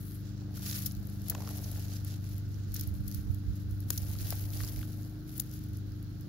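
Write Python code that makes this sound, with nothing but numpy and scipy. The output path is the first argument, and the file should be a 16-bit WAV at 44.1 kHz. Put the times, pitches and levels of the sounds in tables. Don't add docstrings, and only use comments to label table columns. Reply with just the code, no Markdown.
import sys
import numpy as np
from scipy import signal
from scipy.fft import rfft, irfft
from scipy.io import wavfile
from scipy.ndimage import uniform_filter1d

SR = 44100
rng = np.random.default_rng(int(sys.argv[2]) if len(sys.argv) > 2 else 0)


def store_wav(level_fs):
    pcm = np.round(np.clip(np.atleast_2d(level_fs), -1, 1) * 32767)
    wavfile.write(sys.argv[1], SR, pcm.T.astype(np.int16))


def voltage_ratio(decibels):
    exponent = np.asarray(decibels, float) / 20
    return 10 ** exponent


N = 276948

# frequency in Hz, level in dB per Hz.
LEAF_LEFT = [(500, 16.5), (900, -17), (1500, -9), (2300, -12.5), (3300, -7.5), (4300, -9), (5900, -12),
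             (6800, -1), (8400, -12), (10000, -1.5), (12000, 2), (13500, 2.5), (15500, -2.5)]
# frequency in Hz, level in dB per Hz.
LEAF_RIGHT = [(500, 13), (900, -21), (1500, -12), (2300, -13.5), (3300, -5), (4300, 0), (5900, 2),
              (6800, -0.5), (8400, -21), (10000, -9.5), (12000, 0), (13500, -32.5), (15500, 2)]


def rms_one(x):
    return x / np.sqrt(np.mean(x ** 2) + 1e-20)


def in_time(rows):
    s, *columns = np.transpose(rows)
    return [np.interp(np.arange(N) / SR, s, column) for column in columns]


def at_hz(points, hz):
    point_hz, point_db = np.transpose(points)
    return np.interp(np.log(hz), np.log(point_hz), point_db)


def drift(rate):
    r = np.exp(-80 * np.pi * rate / SR)
    slow = signal.lfilter([1], [1, -2 * r, r * r], rng.standard_normal(N // 40 + 2002))[2000:]
    return np.interp(np.arange(N) / 40, np.arange(len(slow)), rms_one(slow))


def causal(points, size):
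    hz = np.arange(size + 1) * SR / 2 / size + 1
    cepstrum = irfft(np.log(voltage_ratio(at_hz(points, hz))))
    cepstrum[1:size] *= 2
    cepstrum[size + 1:] = 0
    return irfft(np.exp(rfft(cepstrum)))[:size]


def ports(x, left, right, size=256):
    responses = [causal(left, size), causal(right, size)]
    return signal.oaconvolve(x, responses, axes=1)[:, :x.shape[1]]


def band(x, low_hz, high_hz, order=3):
    edges_hz = [low_hz, min(high_hz, .45 * SR)]
    return signal.sosfilt(signal.butter(order, edges_hz, "band", fs=SR, output="sos"), x)


def add(out, sound, s):
    i = round(s * SR)
    out[:, i:i + sound.shape[1]] += sound[:, :N - i]


def sides(db):
    return voltage_ratio(np.array([[db / 2], [-db / 2]]))


def swells(rows, rise, sag, fall):
    s, hold, db = np.transpose(rows)[:3, :, None]
    age = np.arange(0, N + 64, 64) / SR - s
    rising = rise * np.minimum(age, 0)
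    sagging = sag * np.clip(age, 0, hold)
    falling = fall * np.maximum(age - hold, 0)
    return voltage_ratio(db + rising - sagging - falling)


def blend(gains):
    total = np.sqrt(np.sum(gains ** 2, axis=0))
    return np.interp(np.arange(N) / 64, np.arange(len(total)), total)


def engine():
    # time in seconds, speed as 12th order in Hz, firing level in dB.
    running = [(0.0, 299.2, -41), (0.5, 300.1, -39.5), (1.0, 296.6, -43), (1.25, 298.4, -40),
               (1.75, 293.0, -39.5), (2.25, 298.5, -36.5), (2.75, 297.5, -38), (3.0, 294.0, -40),
               (3.5, 295.3, -38.5), (3.75, 297.2, -36), (4.0, 294.7, -39), (4.5, 300.1, -35),
               (5.0, 305.1, -39), (5.25, 306.2, -47.5), (5.5, 304.0, -46.5), (5.75, 301.1, -39.5),
               (6.0, 301.0, -40.5), (6.28, 303.8, -44.5)]
    # order number, level in dB.
    steady_orders = [(2, -49.5), (5, -48), (6, -52), (7, -55), (10, -93), (13, -66.5), (14, -70.5),
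                     (15, -72)]
    # order number, level in dB, depth of fading on the way in dB,
    # share of the firing swing, slope in dB per Hz of overspeed.
    fading_orders = [(3, -52, 1.5, -0.5, -1), (8, -47.5, 1.5, -1.08, -2.5), (9, -64.5, 2.5, 0.96, 2.07),
                     (12, -55, 1.0, 0.13, 0.53)]
    # frequency in Hz, left minus right in dB.
    port_balance = [(50, 6), (170, -1), (215, 11), (260, 8), (300, -1.5), (330, 5)]
    wander_db, lag_rad = 1.0, 0.22
    pipe_top_hz = 299.3

    top_hz, firing_db = in_time(running)
    turn = 2 * np.pi * np.cumsum(top_hz / 12) / SR
    over_hz = np.maximum(top_hz - pipe_top_hz, 0)
    firing_swing_db = firing_db - firing_db.mean()
    orders = steady_orders + [(4, firing_db)]
    for k, db, depth_db, share, slope in fading_orders:
        orders.append((k, db + depth_db * drift(1.2) + share * firing_swing_db + slope * over_hz))

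    out = np.zeros((2, N))
    for k, db in orders:
        hz = k * np.mean(top_hz) / 12
        phase = k * turn + np.pi * (k % 4 == 0) + .09 * min(k, 5) * drift(1.5)
        level = np.sqrt(2) * voltage_ratio(db + wander_db * drift(2.14))
        right_gain = voltage_ratio(-at_hz(port_balance, hz))
        out += level * np.sin([phase, phase + lag_rad]) * [[1], [right_gain]]
    return out


def town():
    # frequency in Hz, level in dB per Hz.
    town_left = [(30, 1), (80, 12), (130, 2.5), (300, 2.5), (500, -9), (1000, -21.5), (1450, -10.5),
                 (2300, -27.5), (4300, -35), (6800, -23.5), (8400, -41), (12000, -30.5), (15500, -23)]
    # frequency in Hz, level in dB per Hz.
    town_right = [(30, -8), (80, 21.5), (130, 8.5), (300, 6.5), (500, -12), (1000, -23), (1450, -24),
                  (2300, -25.5), (4300, -17.5), (5900, -22.5), (8400, -96), (12000, -49), (15500, -38)]
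    own, shared = rng.standard_normal((2, N)), rng.standard_normal(N)
    low, high = (signal.butter(1, 900, kind, fs=SR) for kind in ("low", "high"))
    air = signal.lfilter(*low, 0.65 * shared + 0.26 * own) + signal.lfilter(*high, own)
    return voltage_ratio(-36) * ports(air, town_left, town_right, size=4096)


def grains(per_s, spread_db, clump_db, count=7):
    heights = voltage_ratio(spread_db * np.minimum(rng.exponential(1, N), 3.3))
    sizes = heights * (rng.random(N) < per_s * voltage_ratio(clump_db * drift(25)) / SR)
    dealt = rng.integers(0, count, N)
    out, t = 0, np.arange(600) / SR
    for k, t60 in enumerate(np.geomspace(.001, .011, count)):
        scatter = rng.standard_normal((2, 600)) * voltage_ratio(-60 * t / t60)
        scatter = rms_one(signal.lfilter([1, 0.95 * (-1) ** k], [1], scatter))
        out = out + signal.oaconvolve((sizes * (dealt == k))[None], scatter, axes=1)[:, :N]
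    return rms_one(out)


def rustle():
    # full strength at seconds, hold in seconds, effort in dB,
    # leaf brightness in dB.
    hands = [(0.0, 0.16, -64, 11.5), (0.247, 0.17, -63, -5.5), (0.56, 0.07, -56, 4.5),
             (0.666, 0.089, -45.5, 5), (0.776, 0.082, -53.5, 8.5), (0.91, 0.062, -63, 3),
             (1.03, 0.36, -65, 6), (1.297, 0.013, -51.5, 2.5), (1.378, 0.19, -56.5, 3.5),
             (1.51, 0.24, -56.5, 5), (1.79, 0.18, -55.5, 3), (2.065, 0.082, -55.5, 0.5),
             (2.218, 0.17, -62, 4.5), (2.522, 0.051, -67.5, 3.5), (2.747, 0.088, -53.5, 4),
             (2.942, 0.043, -65, 6.5), (3.071, 0.13, -61.5, 7), (3.33, 0.029, -70.5, 9.5),
             (3.558, 0.049, -65, 4.5), (3.71, 0.13, -68.5, 8), (3.915, 0.047, -54.5, 8.5),
             (4.019, 0.12, -55, 6.5), (4.2, 0.13, -50.5, 6), (4.384, 0.077, -54, 8), (4.524, 0.13, -53, 7),
             (4.67, 0.16, -57.5, 6.5), (4.872, 0.19, -64.5, 7), (5.295, .05, -60.5, 6.5),
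             (5.37, 0.013, -56.5, 8), (5.523, 0.035, -61, 6)]
    # full
    # strength at seconds, hold in seconds, # effort in dB, leaf brightness in dB.
    picking = [
        (2.407, 0.33, -68.5, -4),
        (3.24, 0.32, -71, 2.5),
        (5.076, .2, -76.5, 10.5),
        (5.44, .04, -66, -1),
        (5.615, 0.17, -67, 4),
        (5.86, 0.44, -71, 4),
    ]
    moves = swells(hands + picking, rise=337, sag=0.5, fall=172)
    leafy_db = np.array(hands + picking)[:, -1:]
    effort = voltage_ratio(0.8) * blend(moves)
    bright = blend(moves * voltage_ratio(leafy_db - 0.3))
    body = blend(moves * voltage_ratio(0.12 * leafy_db - 8.0))

    hiss = rng.standard_normal((2, N)) * voltage_ratio(1.8 * drift(20) + 2.2 * drift(80))
    ticking = grains(1600, spread_db=4.6, clump_db=4.5)
    raw = ports(ticking + 0.8 * hiss, LEAF_LEFT, LEAF_RIGHT)
    out = effort * rms_one(band(raw, 2600, 8400))
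    out += bright * rms_one(band(raw, 8400, 17500))
    crumbs = np.tanh(.7 * rms_one(band(raw, 1100, 2600)))
    return out + body * rms_one(crumbs)


def soil():
    # full strength at seconds, hold in seconds, level in dB.
    shifts = [
        (.45, 0.17, -64),
        (1.0, 0.23, -67),
        (1.36, .12, -54.5),
        (1.7, 0.5, -64),
        (4.05, .3, -62),
        (4.55, 0.23, -60.5),
        (4.9, .2, -70),
        (5.35, 0.074, -75),
        (6.27, .02, -72),
    ]
    crumbs = grains(500, spread_db=1.5, clump_db=4.0, count=3)
    crumbs = crumbs + 0.24 * crumbs[::-1]
    shifting = blend(swells(shifts, rise=89, sag=10, fall=29)) + voltage_ratio(-81)
    return shifting * rms_one(band(crumbs, 304, 770, order=2))


def snaps():
    # start in seconds, peak in dB, brightness in dB,
    # left minus right in dB, ring-out in ms.
    breaks = [(0.5705, -32.5, -14, 0, 16), (0.664, -32.5, -31, -8, 11), (0.6872, -32, -18, -16, 45),
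              (0.859, -18, -12.5, 1.5, 24), (1.283, -28, -5, 2, 9.9), (1.2983, -15, -7.5, 3.5, 11),
              (1.3485, -33, -31, 1, 6.5), (1.405, -39.5, -28, -8, 12), (1.5693, -30.5, -5, 7, 26),
              (1.6406, -35, -27, -7.5, 18), (1.716, -27, -7, 20, 5.2), (2.7412, -20.5, -5, 1, 22),
              (2.7628, -25, -10, -9, 12), (2.796, -24.5, -10, -4, 6.8), (2.8098, -24, -8.5, -2, 9.6),
              (3.0793, -26.5, -7, 2, 11), (3.1463, -22, -6, -1.5, 8.5), (3.9039, -11.5, -12, 1.5, 9),
              (3.9765, -22.5, -14, -1.5, 12.4), (4.27, -31, 1, -7, 4.3), (4.305, -17.5, -12, 8, 3),
              (4.6942, -30, -8, 8, 6.5), (5.3795, -20, -7, 10, 4), (5.3975, -16, -8, 4, 12),
              (5.3995, -16, -8, 4, 6)]
    # start in seconds, peak in dB, left minus right in dB.
    stalk_ticks = [(0.9198, -31, 0), (1.0525, -46, 6), (1.071, -32, 28), (1.0997, -33.5, 24),
                   (1.2186, -37, -2), (2.0478, -29, 3), (2.077, -34.5, -2.5), (2.242, -36.5, -12),
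                   (2.295, -37.5, 1), (2.381, -29.5, 7), (2.7204, -35, -16), (2.8365, -27, 6),
                   (2.875, -26.5, 8), (2.9407, -42, 11), (3.1142, -29.5, -4), (3.3457, -36, -4),
                   (3.711, -37, -2), (3.804, -30, 6), (4.114, -32, -4), (4.206, -44, -16), (4.454, -35, 4),
                   (4.535, -32, 3), (4.8147, -36, 4.5), (5.3154, -43, 1), (5.514, -34.5, -4),
                   (5.639, -37, 11), (5.771, -36, 3), (5.9204, -42, -14), (6.21, -40, -8), (1.029, -42, 2),
                   (2.49, -45, 0), (5.4215, -38, 2), (5.529, -39, 3), (5.688, -43, 0), (5.733, -42, 2),
                   (6.027, -41, -3)]
    # start in seconds, peak in dB,
    # brightness in dB, left minus right in dB.
    crackles = [(0.5586,-40,-10,2), (0.7114,-30,-26,0), (0.7324,-30,-22,0), (0.7434,-31,-26,0),
                (0.7894,-28,-8,6), (0.8024,-33,-15,3.5), (0.9114,-37,-26,2), (0.9507,-37,-15,2.5),
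                (0.9682,-41,-11,3.5), (1.1403,-46,-11,3), (1.259,-44,-6,6), (1.4204,-36,-25,0),
                (1.4748,-33,-26,-2), (1.4905,-31,-15,3), (1.5834,-36,-14,3), (1.7958,-34,-9,4.5),
                (1.8831,-37,-13,1), (1.935,-34,-16,1), (2.3356,-41,-8,4), (2.5436,-43,-30,-4),
                (2.9607,-42,-8,6), (3.1244,-33,-14,4), (3.1767,-40,-8,6), (3.5573,-41,-6,5),
                (4.0332,-36,-16,3), (4.1879,-31,-22,1), (4.2158,-32,-11,3.5), (4.2374,-33,-11,5),
                (4.3545,-28,-6,8), (4.3859,-33,-9,5.5), (4.5042,-34,-16,3), (4.5714,-32,-20,2),
                (4.6024,-36,-15,2.5), (4.6135,-32,-12,2.5), (4.6349,-30,-24,-1), (4.6474,-32,-24,1),
                (4.6768,-31,-24,1), (4.7346,-37,-9,8.5), (4.7611,-33,-13,5), (4.7915,-33,-9,7.5),
                (4.9202,-42,-9,5.5), (4.9314,-42,-17,3.5), (4.9736,-41,-5,9), (5.0315,-40,-16,2),
                (5.37,-33,-6,10), (5.4084,-29,-11,8.5), (5.4625,-43,-7,4), (5.4954,-39,-5,7),
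                (5.5383,-33,-10,4), (5.5912,-39,-7,6)]
    events = breaks + [(s, db, -5.5, pan_db, 3.8) for s, db, pan_db in stalk_ticks]
    events = events + [(s, db, bright_db, pan_db - 5, 3.5) for s, db, bright_db, pan_db in crackles]

    out, t = np.zeros((2, N)), np.arange(2600) / SR
    for s, db, bright_db, pan_db, ms in events:
        age = t * 1e3 / np.clip(ms, 1, 40)
        opening = 1 - np.exp(-(age / 0.07) ** 2)
        shape = opening * (voltage_ratio(-45 * age ** 1.4) + voltage_ratio(-24 - 12 * age))
        shape += 2.6 * voltage_ratio(-60 * t / .0014)
        raw = ports(rng.standard_normal((2, len(t))) * shape, LEAF_LEFT, LEAF_RIGHT)
        burst = voltage_ratio(-8) * band(raw, 1800, 13000, order=2)
        burst += band(raw, 4400, 7460, order=2)
        burst += voltage_ratio(min(bright_db, -5) + 14.5) * band(raw, 6760, 16600, order=2)
        burst = burst * sides(pan_db + 3)
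        add(out, voltage_ratio(db) * burst / np.abs(burst).max() * 1.29, s)
    return out


def clods():
    # start in seconds, peak in dB, pitch in Hz, ring-out in ms, left minus right in
    # dB.
    knocks = [(0.575, -44.5, 1400, 13, 13), (0.667, -40, 2400, 4.7, 2), (0.775, -44, 1850, 6, 3),
              (0.811, -45, 1500, 4, 2), (1.4905, -40, 1400, 6, 2), (1.759, -44, 1500, 3, 2),
              (4.326, -37, 440, 9, 3), (4.206, -45, 2000, 4, 2), (1.3195, -44, 1700, 10, 8),
              (1.324, -39, 1400, 7.1, 3), (1.35, -31, 1080, 25, 2), (1.4045, -42, 905, 13, -10),
              (1.421, -40.5, 1100, 8.5, 8), (1.475, -38, 1200, 12, 4), (1.672, -52, 1430, 3.1, 1),
              (3.9036, -39, 930, 5.2, 11), (3.9046, -17, 6660, 6.1, -3), (1.2982, -30, 5400, 6.4, -2),
              (4.814, -45, 2200, 5.5, 9), (4.344, -49, 770, 11, 9), (4.106, -48, 850, 20, 7),
              (4.154, -46, 1300, 13, -2), (4.325, -33, 660, 8.4, 4), (4.603, -47, 680, 20, 14.5),
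              (4.604, -35, 1770, 7, 6), (4.636, -41, 390, 19, -0.5), (4.829, -40, 1400, 4.5, -2),
              (3.9045, -35, 540, 10, 0), (5.398, -34, 3900, 6, 0),
              (4.535, -42, 3400, 4, 0), (4.27, -37, 3700, 3, 0), (4.762, -41, 2000, 5, 3),
             (4.791, -45, 2000, 4, 2), (4.829, -40, 3300, 3, 0), (4.114, -43, 3500, 4, 0),
             (2.759, -43, 1500, 4, 0), (2.843, -44, 3500, 5, 0), (1.796, -46, 2600, 5, 0),
             (4.611, -42, 1100, 6, 3), (2.242, -47, 2000, 4, 0), (1.479, -42, 900, 6, 3),
             (0.862, -40, 3000, 5, 0), (5.514, -41, 5600, 4, -3), (3.9042, -23, 9000, 4, 4),
             (4.3245, -38, 1400, 4, 3), (1.351, -38, 750, 8, 2), (1.41, -44, 700, 10, 2),
             (1.445, -46, 800, 10, 2)]
    out, t = np.zeros((2, N)), np.arange(2600) / SR
    for s, db, hz, ms, pan_db in knocks:
        touch_s = 0.0023 + 9 / hz
        push = rng.standard_normal((3, len(t))) * voltage_ratio(-60 * t / touch_s) * np.minimum(t / 0.0002, 1)
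        push = push[:2] * .4 + push[2]
        r = voltage_ratio(-60e3 / (np.clip(ms, 3, 13) * SR))
        ring = signal.lfilter([1, 0, -1], [1, -2 * r * np.cos(2 * np.pi * hz / SR), r * r], push)
        broad = band(push, max(hz / 1.9, hz - 1000), hz * 2.8, order=2)
        lump = ring / np.abs(ring).max() + .48 * broad / np.abs(broad).max()
        add(out, voltage_ratio(db - 2.5) * lump * sides(pan_db), s)
    return out


def wind():
    # full strength at seconds, hold in seconds, level in dB.
    gusts = [
        (1.0, .05, -61),
        (2.5, 0.39, -56),
        (2.95, 0.42, -47),
        (3.7, 0.25, -52),
        (4.1, 0.2, -48),
        (4.68, .08, -52),
        (5.1, .1, -64),
        (5.4, .1, -78),
        (6.0, .3, -60),
    ]
    # centre in seconds, peak in dB, pitch in Hz, length in ms.
    puffs = [(0.983, -31, 63, 33), (3.009, -20, 81, 6.3), (3.07, -27.5, 89, 11), (3.153, -26, 119, 14),
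             (3.188, -27, 74.5, 11), (3.303, -16, 88, 11.5), (3.357, -33.5, 97, 100),
             (3.494, -25.5, 59.7, 52), (3.723, -27, 60.5, 31), (4.787, -29, 56, 32), (5.891, -40, 60, 33)]
    breeze = rms_one(band(rng.standard_normal(N), 38, 95, order=2) * voltage_ratio(3.5 * drift(10)))
    out = (voltage_ratio(10.5) * breeze * blend(swells(gusts, rise=24, sag=7, fall=68)))[None]
    t = np.arange(-.08 * SR, .08 * SR) / SR
    for s, db, hz, ms in puffs:
        bump = np.exp(-(t / ms * 2e3) ** 2 / 2)
        add(out, voltage_ratio(db) * (bump * np.sin(2 * np.pi * hz * t))[None], s - .08)
    return out * voltage_ratio(np.array([[-24.], [0]]))


def scene():
    return engine() + town() + rustle() + soil() + snaps() + clods() + wind()


def band_limit(x):
    return signal.sosfilt(signal.butter(12, 17010, fs=SR, output="sos"), x)


def record(dry):
    x = signal.sosfilt(signal.butter(2, 32, "high", fs=SR, output="sos"), dry)
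    top = band(x, 15900, 16850, order=4)
    power = np.sum(top ** 2, axis=0)
    jump = uniform_filter1d(power, size=90) > voltage_ratio(17) * uniform_filter1d(power, size=3000)
    opening = np.minimum(4 * uniform_filter1d(jump * 1., size=300), 1)
    x = signal.sosfilt(signal.ellip(9, .5, 40, 15750, fs=SR, output="sos"), x)
    x = x + voltage_ratio(-13) * top * opening
    x = signal.sosfilt(signal.cheby2(12, 60, 17400, fs=SR, output="sos"), x)
    return band_limit(x)


dry = scene()
out = record(dry)
store_wav(out)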